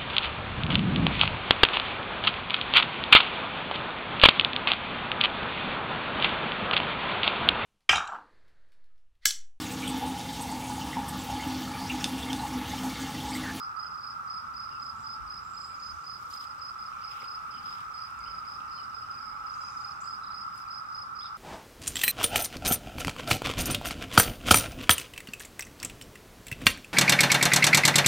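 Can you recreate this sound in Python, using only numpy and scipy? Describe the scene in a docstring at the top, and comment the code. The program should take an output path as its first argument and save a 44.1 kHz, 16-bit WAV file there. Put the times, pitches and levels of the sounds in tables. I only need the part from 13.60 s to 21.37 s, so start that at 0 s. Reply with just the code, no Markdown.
"""A summer field. From the start, distant periodical cicadas merge into one hollow drone and two close
field crickets chirp by scraping their wings, with more farther off, over soft hiss and low rumble.
After 1 s birds whistle and trill, and one mews just after 2 s. Leaves then rustle and stems snap near
the hand-held microphone, and a far twitter swells. Around 5 s leaves screen the nearest cricket;
it returns as a second mew sounds near 6 s, and a last rustle follows at 7 s."""
import sys
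import numpy as np
from scipy import signal
from scipy.fft import rfft, irfft
from scipy.io import wavfile
from scipy.ndimage import uniform_filter1d, map_coordinates

SR = 44100
rng = np.random.default_rng(int(sys.argv[2]) if len(sys.argv) > 2 else 0)


def pcm_store(signal):
    """Save signal as 16-bit PCM."""
    levels = np.round(np.clip(np.atleast_2d(signal), -1, 1) * 32767)
    wavfile.write(sys.argv[1], SR, levels.astype(np.int16).T)


N = 342657


def cicadas(chorus_db=4.0, pan_db=-2.0):
    """Incoherent summation: thousands of far singers near one pitch merge into a narrow band of noise."""
    # chorus spectrum: f/Hz, relative spectral level/dB
    spectrum = [(680, -40), (760, -29), (830, -19), (950, -21.5), (1050, -16), (1150, -7.5), (1230, -4),
                (1305, 1.5), (1360, -3), (1420, -10.5), (1520, -17), (1700, -27.5), (2000, -33.5),
                (2800, -85)]
    # its slow swell: t/s, level/dB
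    swell = [(0, -42), (2.5, -45.5), (3.6, -43.3), (5.2, -43.3), (6.3, -42.3), (7.77, -43.3)]
    # single cicadas sagging as a phrase ends: t/s, length/s, start f/Hz, end f/Hz, level/dB, roughness
    slurs = [(1.25, 0.41, 960, 849, -60.5, 0.24), (5.58, .32, 880, 799, -60.5, 0.22),
             (6.15, 0.306, 865, 808, -62.5, 0.25)]
    chorus = gain_of(chorus_db) * envelope(swell) * diffuse_noise(spectrum, patchy_db=1.17)
    soloists = glides(slurs, arch_per_s=-.05, flutter=.062, flutter_hz=91.3, direct_db=-2, echo_db=-6.5)
    return panned(pan_db) * (chorus + soloists)


def near_crickets(near_db=4.5, slow_db=3.5, near_lead_s=.0105, slow_lead_s=.0155, clear_db=-40):
    """Acoustic shadowing: leaves weaken two crickets' direct sound, but the echo keeps its strength."""
    # the nearest chirps about four times a second, in bouts with short pauses: t/s
    near_times = [-0.072, 0.163, 0.406, 0.674, 0.935, 1.193, 1.436, 1.674, 1.942, 2.196, 2.437, 2.705,
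                  2.987, 3.411, 3.646, 4.025, 4.35, 4.602, 4.843, 5.081, 5.318, 5.584, 5.982, 6.21, 6.439,
                  6.713, 7.077, 7.32, 7.561]
    # its direct sound fades while leaves are in the way: t/s, level/dB
    near_level = [(0, -40.5), (2.2, -39.3), (3.7, -40.3), (4.35, -42.5), (4.9, -46), (5.5, -46.3),
                  (6.7, -40), (7.77, -39.3)]
    # its lower neighbour chirps about three times a second: t/s
    slow_times = [-0.022, 0.308, 0.731, 1.083, 1.447, 2.072, 2.492, 2.834, 3.189, 3.605, 3.91, 4.341, 4.712,
                  5.164, 5.508, 5.866, 6.173, 6.636, 6.941, 7.553]
    # the neighbour's direct sound: t/s, level/dB
    slow_level = [(0, -48.3), (2.3, -48.3), (3.3, -45.3), (5.8, -45), (7.77, -49.5)]
    out, echo_feed = np.zeros((2, N)), np.zeros(N)
    for s in near_times:
        db = np.interp(s, *np.transpose(near_level))
        song = chirp(4, period_s=.034, stroke_s=.023, pitch=1.0058, rise=.0042,
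                     first_db=-9, first_pitch=.96)
        scatter = .52 * gain_of(clear_db - db)  # the deeper the shadow, the larger the scattered share
        heard = through_grass(song, scatter, spread_s=.024)
        add(out, s - near_lead_s, gain_of(db + near_db) * panned(-4.2) * heard)
        add(echo_feed, s - near_lead_s, gain_of(-43) * song)
    for s in slow_times:
        db = np.interp(s, *np.transpose(slow_level))
        song = chirp(3, period_s=.039, stroke_s=.026, pitch=1, rise=.0045)
        heard = through_grass(song, scatter=.62)
        add(out, s - slow_lead_s, gain_of(db + slow_db) * panned(-7) * heard)
        add(echo_feed, s - slow_lead_s, gain_of(-53) * song)
    return out + panned(-6) * field_echo(echo_feed)


def chirp(strokes, period_s, stroke_s, pitch, rise, first_db=0, first_pitch=1):
    """A pulse train of wing strokes: the first is short, and the others climb slightly in pitch."""
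    out = np.zeros(int((strokes + 1) * period_s * SR))
    add(out, stroke_s * .36, gain_of(first_db) * wing_stroke(stroke_s * .77, pitch * first_pitch))
    for k in range(1, strokes):
        add(out, k * period_s, wing_stroke(stroke_s, pitch * (1 + rise * (k - 2))))
    return out


def wing_stroke(length_s, pitch, jitter=.0048, second_db=-32.5, third_db=-39):
    """Stridulation: a scraper runs along a file; tooth rate and tone fall as the closing wings slow."""
    # one closing of the wings: fraction of the stroke, f/Hz at pitch = 1, level/dB
    stroke = [(0, 5267, -20.5), (.2, 5136, -9), (.42, 5084, -2.5), (.62, 4949, -4), (.8, 4758, -9.5),
              (1, 4370, -18.5)]
    share, tooth_hz, db = np.transpose(stroke)
    u = np.linspace(0, 1, int(length_s * SR))
    hz = np.interp(u, share, tooth_hz) * pitch * (1 + jitter * wander(len(u), hz=860))
    phase = 2 * np.pi * (np.cumsum(hz) / SR + rng.random())
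    tone = (np.sin(phase) + gain_of(third_db) * np.sin(3 * phase)) * gain_of(np.interp(u, share, db))
    # the octave grows as the tone leaves the wing's resonance
    octave = gain_of(second_db) * np.sin(np.pi * u ** 2) * np.sin(2 * phase)
    return (tone + octave) * signal.windows.tukey(len(u), .15)


def far_crickets(pitch, db, pan_db, count=3):
    """Reverberation blurs distant crickets, each chirping at its own pace and pitch."""
    out = np.zeros(N)
    for detune, pace_s in rng.uniform([.985, .27], [1.015, .42], (count, 2)):
        for s in np.arange(-rng.random() * pace_s, N / SR, pace_s):
            song = chirp(4, period_s=.037, stroke_s=.022, pitch=pitch * detune, rise=.0032,
                         first_db=-7, first_pitch=.98)
            add(out, s + .03 * rng.standard_normal(), song)
    heard = field_echo(out) + 1.16 * through_grass(out, scatter=.36)[:, :N]
    return gain_of(db) * panned(pan_db) * unit_rms(heard)


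def whistling_birds(pan_db=-7.5):
    """Nearly pure tones, which fast modulation roughens into trills."""
    # the clearest notes: t/s, length/s, start f/Hz, end f/Hz, level/dB, roughness (0-1)
    notes = [ (1.10, .09, 2920, 2460, -61.5, .2), (1.20, .06, 7200, 7250, -70, .6),
             (1.34, .10, 7100, 7750, -67.5, .97), (1.80, .3, 7200, 7100, -65.5, .15),
             (1.96, .15, 7950, 7800, -68.5, .5), (2.09, .065, 2420, 2260, -63.5, .1),
             (2.11, .19, 6650, 6100, -69, .8), (3.32, .1, 2380, 2310, -63, .3),
             (3.92, .07, 3100, 2900, -61, .44), (4.65, .04, 2760, 3180, -58.5, .2),
             (5.11, .085, 4400, 4130, -63, .3), (5.17, .045, 3130, 2760, -61.5, .1),
             (6.403, .018, 5950, 8400, -52.5, .4), (6.60, .13, 3900, 3900, -64, .35),
             (7.05, .026, 2600, 2360, -61, .1), (7.603, .035, 3200, 3950, -59, .4),
             (7.635, .04, 3850, 3450, -57.5, .6)]
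    song = glides(notes, arch_per_s=.18, flutter=.06, flutter_hz=705, direct_db=-2.5, echo_db=-1)
    return panned(pan_db) * song


def mewing_bird(jitter=.005, jitter_hz=500, rasp=.35, direct_db=-2.5, echo_db=-3, harmonics=13):
    """Source and filter: a gliding harmonic series, of which the throat favours the high members."""
    # nasal mews: t/s, length/s, top f/Hz, level/dB
    mews = [(2.19, .44, 778, -66), (5.89, .47, 816, -61.5)]
    # a quick rise and slow fall: fraction of the mew, fraction of the top pitch, level/dB
    contour = [(0, .89, -11), (.15, .975, -1), (.26, 1, 0), (.45, .946, -.5), (.66, .905, -3),
               (1, .858, -10)]
    # throat response: f/Hz, gain/dB
    throat = [(2000, -30), (3200, -11), (3900, -7), (5000, -11), (6200, 0), (7200, -3.5), (7700, -9),
              (8400, -6.5), (10000, -22)]
    share, bend, contour_db = np.transpose(contour)
    out = np.zeros(N)
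    for s, length_s, top_hz, db in mews:
        u = np.linspace(0, 1, int(length_s * SR))
        hz = top_hz * np.interp(u, share, bend) * (1 + jitter * wander(len(u), jitter_hz))
        phase = 2 * np.pi * np.cumsum(hz) / SR
        voice = sum(gain_of(at_hz(throat, k * hz)) * np.sin(k * phase) for k in range(1, harmonics + 1))
        voice = unit_rms(voice * (1 + rasp * wander(len(u), jitter_hz)))
        voice *= signal.windows.tukey(len(u), .1)
        add(out, s, gain_of(db + np.interp(u, share, contour_db)) * voice)
    direct = through_grass(out, scatter=.35)[:, :N]
    return panned(-7.5) * (gain_of(direct_db) * direct + gain_of(echo_db) * field_echo(out))


def leaves(spread_db=4.3, clicks_per_s=3000, rustle_db=2.5, fizz_db=-4):
    """Shot noise: brushed leaves give off a spray of tiny clicks of random strength."""
    # rustles: t/s, length/s, level/dB, centre f/Hz of the dull body, crisp top re body/dB
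    rustles = [(2.531, 0.37, -65, 3800, 3), (2.69, .09, -58.5, 3700, -2.5), (2.796, .065, -57.5, 3640, -4),
               (3.297, 0.22, -67, 2700, -13), (3.47, 0.22, -57, 2620, -10), (3.98, .3, -60.5, 2860, -9),
               (6.93, .11, -66, 3500, 8)]
    out = np.zeros((2, N))
    for s, length_s, db, body_hz, crisp_db in rustles:
        shape = (2, int(length_s * SR))
        clicks = rng.standard_normal(shape) * (rng.random(shape) < clicks_per_s / SR)
        clicks *= gain_of(spread_db * np.minimum(rng.exponential(1, shape), 4))
        body = unit_rms(band(clicks, hz=body_hz, octaves=.39))
        top = unit_rms(band(clicks, hz=7400, octaves=.4))
        fizz = gain_of(fizz_db) * unit_rms(band(clicks, hz=13300, octaves=.18))
        rustle = unit_rms(body + gain_of(crisp_db) * unit_rms(top + fizz))
        add(out, s, gain_of(db + rustle_db) * rustle * signal.windows.tukey(shape[1], .6))
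    return out


def stems(decay_s=.003, snap_db=3.8):
    """Damped transients: each snapping stem gives a band of noise that decays exponentially."""
    # snaps: t/s, level/dB, centre f/Hz
    snaps = [(1.742, -59, 6500), (2.538, -62, 12000), (2.703, -56, 9000), (2.739, -51, 7500),
             (3.327, -52, 2700), (3.621, -46, 2000), (4.505, -58.5, 8500), (4.590, -56, 7500),
             (5.004, -52, 3000), (6.978, -51.5, 8300)]
    out = np.zeros((2, N))
    t = np.arange(SR // 20) / SR
    for s, db, hz in snaps:
        crack = unit_rms(band(rng.standard_normal((2, len(t))), hz, octaves=.27))
        add(out, s, gain_of(db + snap_db) * crack * np.exp(-t / decay_s))
    return out


def far_birds(notes_per_s=25, low_hz=2200, high_hz=2800):
    """Echo outweighs direct sound, smearing many short notes from the trees into a soft twitter."""
    # swell of the twitter: t/s, level/dB
    swell = [(0, -72), (3.1, -76), (3.5, -62.5), (4.3, -70), (4.7, -63), (6.1, -63.5), (6.7, -73.5)]
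    notes = []
    for when, height, bend in rng.random((int(notes_per_s * N / SR), 3)):
        hz = low_hz + height * (high_hz - low_hz)
        notes.append((when * N / SR, .06, hz * (.9 + .1973 * bend), hz * .926, 0, 1))
    twitter = glides(notes, arch_per_s=.6, flutter=.0422, flutter_hz=299, direct_db=-14, echo_db=1)
    return envelope(swell) * unit_rms(twitter)


def far_hiss(db=7):
    """Broadband ambient noise: far leaves and insects sum to a soft hiss."""
    # hiss spectrum: f/Hz, relative spectral level/dB
    spectrum = [(200, -13.5), (450, 0.5), (700, 1.5), (1800, 1.5), (2400, 3), (3200, -5), (4200, -5),
                (5800, -6.5), (6400, -11), (8300, -9.5), (10500, -18.3), (13000, -16.5), (15500, -15)]
    # its slow swell: t/s, level/dB
    swell = [(0, -66.8), (3.7, -64), (7.77, -66.3)]
    # its stereo balance: f/Hz, left minus right level/dB
    balance = [(500, -0.5), (2000, -3.5), (4000, -0.5), (7500, -5), (10500, -5.5), (13000, 1.5)]
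    return gain_of(db) * envelope(swell) * diffuse_noise(spectrum, patchy_db=2.03, balance=balance)


def rumble(rumble_db=.5, puff_pan_db=5):
    """Slow pressure fluctuations: outdoor rumble, with soft gusts and bumps on the microphone."""
    # rumble spectrum: f/Hz, relative spectral level/dB
    spectrum = [(15, -19), (30, -12), (50, -5.5), (70, -2), (84, 0), (100, -2), (160, -6.5), (240, -9),
                (330, -16.5), (500, -28.5), (1000, -53), (3000, -90)]
    # its slow swell: t/s, level/dB
    swell = [(0, -61), (1.6, -58.5), (2.8, -62), (5, -60.5), (7.77, -60.5)]
    # gusts and bumps: t/s, length/s, level/dB, centre f/Hz
    puffs = [(1.536, 0.19, -56, 57.7), (2.242, 0.18, -57.5, 74.6), (3.605, 0.04, -60, 480),
             (3.7, 0.67, -68, 210), (4.481, .44, -61, 58.3)]
    out = gain_of(rumble_db) * envelope(swell) * diffuse_noise(spectrum, patchy_db=1)
    for s, length_s, db, hz in puffs:
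        size = int(length_s * SR)
        puff = unit_rms(band(rng.standard_normal((2, size)), hz, octaves=.37) * np.hanning(size))
        add(out, s, gain_of(db) * panned(puff_pan_db) * puff)
    return out


def glides(notes, arch_per_s, flutter, flutter_hz, direct_db, echo_db):
    """Random frequency and amplitude modulation of gliding tones, heard directly and as an echo."""
    out = np.zeros(N)
    for s, length_s, start_hz, end_hz, db, rough in notes:
        u = np.linspace(0, 1, int(length_s * SR))
        arch = 1 + arch_per_s * length_s * np.sin(np.pi * u)  # longer notes bend more
        hz = (start_hz + (end_hz - start_hz) * u) * arch
        hz *= 1 + flutter * rough * wander(len(u), flutter_hz)
        strength = signal.windows.tukey(len(u), .5) * (1 + np.sqrt(rough) * wander(len(u), flutter_hz))
        add(out, s, gain_of(db) * unit_rms(strength * np.sin(2 * np.pi * np.cumsum(hz) / SR)))
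    direct = through_grass(out, scatter=.35)[:, :N]
    return gain_of(direct_db) * direct + gain_of(echo_db) * field_echo(out)


def through_grass(x, scatter, spread_s=.02, reflections=14):
    """Scattering: direct sound reaches the right ear first; each ear gets its own leaf reflections."""
    size = int(spread_s * SR)
    out = np.zeros((2, len(x) + size))
    for ear, lag_samples in zip(out, (2, 0)):
        when, paths = rng.random(reflections), np.zeros(size + 1)
        paths[(when * size).astype(int)] = rng.standard_normal(reflections) * np.exp(-when)
        bounced = signal.fftconvolve(x, paths)
        ear += scatter * bounced * np.linalg.norm(x) / np.linalg.norm(bounced)
        add(ear, lag_samples / SR, x)
    return out * np.linalg.norm(x) / np.linalg.norm(out, axis=1, keepdims=True)


def field_echo(x, tails=3):
    """Diffuse reverberation from grass and trees; its paths keep changing as the microphone moves."""
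    # reverberation time: f/Hz, T60/s
    t60 = [(1000, 0.91), (3000, 0.36), (5000, .36), (9000, 0.57)]
    out = np.zeros((2, N))
    for k in range(tails):
        hz, t, noise = signal.stft(rng.standard_normal((2, SR // 2)), SR, nperseg=256)
        decay = gain_of(-60 * t / at_hz(t60, hz)[:, None])
        tail = signal.istft(noise * decay, SR, nperseg=256)[1]
        tail /= np.linalg.norm(tail[0])
        crossfade = np.sqrt(2 / tails) * np.cos(np.pi * (np.arange(N) / SR + k / tails))
        out += signal.oaconvolve(np.atleast_2d(x * crossfade), tail, axes=1)[:, :N]
    return out


def diffuse_noise(spectrum, patchy_db, balance=((0, 0), (1, 0))):
    """Partial coherence: shaped noise with drifting patches, most alike at both ears in the bass."""
    # likeness of left and right: f/Hz, correlation coefficient
    coherence = [(60, 0.88), (92, 0.82), (140, 0.85), (210, 0.75), (330, 0.62), (500, 0.47), (770, 0.55),
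                 (1170, -0.26), (1790, -0.032), (2740, 0.31), (4190, -0.038), (6410, 0.092), (9810, 0.18),
                 (15000, 0.01)]
    frames, hz = N // 512 + 5, np.fft.rfftfreq(2048, 1 / SR)
    a, b, c, d, patches = rng.standard_normal((5, frames, len(hz)))
    patches = uniform_filter1d(patches, size=14, axis=0)  # smooth in time
    patches = unit_rms(uniform_filter1d(patches, size=3, axis=1))  # and in frequency
    alike = np.clip(at_hz(coherence, hz), -1, 1)
    left = a + 1j * b
    right = alike * left + np.sqrt(1 - alike ** 2) * (c + 1j * d)
    lean = gain_of(at_hz(balance, hz) / 2)
    bins = np.array([left * lean, right / lean]) * gain_of(at_hz(spectrum, hz) + patchy_db * patches)
    return unit_rms(signal.istft(bins.transpose(0, 2, 1), nperseg=2048, noverlap=1536)[1][:, :N])


def gain_of(db):
    """Decibels to an amplitude ratio."""
    return 10 ** (np.asarray(db) / 20)


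def unit_rms(x):
    """Normalises to rms 1."""
    return x / np.sqrt(np.mean(x ** 2) + 1e-20)


def at_hz(points, hz):
    """Interpolates a table on a log-frequency axis."""
    f, value = np.transpose(points)
    return np.interp(np.log(hz + 1), np.log(f + 1), value)


def envelope(curve):
    """Interpolates a level curve to a gain per sample."""
    return gain_of(np.interp(np.arange(N) / SR, *np.transpose(curve)))


def panned(db):
    """Gains for an interaural level difference, left minus right."""
    return gain_of(np.array([[db / 2], [-db / 2]]))


def add(mix, s, sound):
    """Superposes a sound on a mix at time s."""
    start = int(round(s * SR))
    sound = sound[..., max(-start, 0):]
    part = mix[..., max(start, 0):][..., :sound.shape[-1]]
    part += sound[..., :part.shape[-1]]


def wander(size, hz):
    """Smooth random modulation of rms near 1 that moves about hz times a second."""
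    at = np.arange(size) * hz / SR
    return map_coordinates(rng.standard_normal(int(at[-1]) + 3), [at], order=2, mode="nearest")


def band(x, hz, octaves):
    """A band-pass filter, Gaussian in log frequency."""
    f = np.fft.rfftfreq(x.shape[-1], 1 / SR)
    return irfft(rfft(x) * np.exp(-.5 * (np.log2((f + 1) / hz) / octaves) ** 2), x.shape[-1])


def scene():
    """Superposition of all the sources in the field."""
    birds = whistling_birds()
    insects = far_crickets(pitch=1.02, db=-65, pan_db=-5.5)
    insects += far_crickets(pitch=1.135, db=-74, pan_db=-7.5)
    insects += cicadas() + near_crickets()
    birds += mewing_bird() + far_birds()
    plants = panned(-2) * (leaves() + stems())
    return insects + birds + plants + far_hiss() + rumble()


def record(dry):
    """Band limiting: the recorder's steep low-pass filter."""
    cutoff_hz = 15740
    low_pass = signal.firwin(801, cutoff_hz, window=("kaiser", 9), fs=SR)
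    return signal.oaconvolve(dry, low_pass[None], "same")


dry = scene()
out = record(dry)
pcm_store(out)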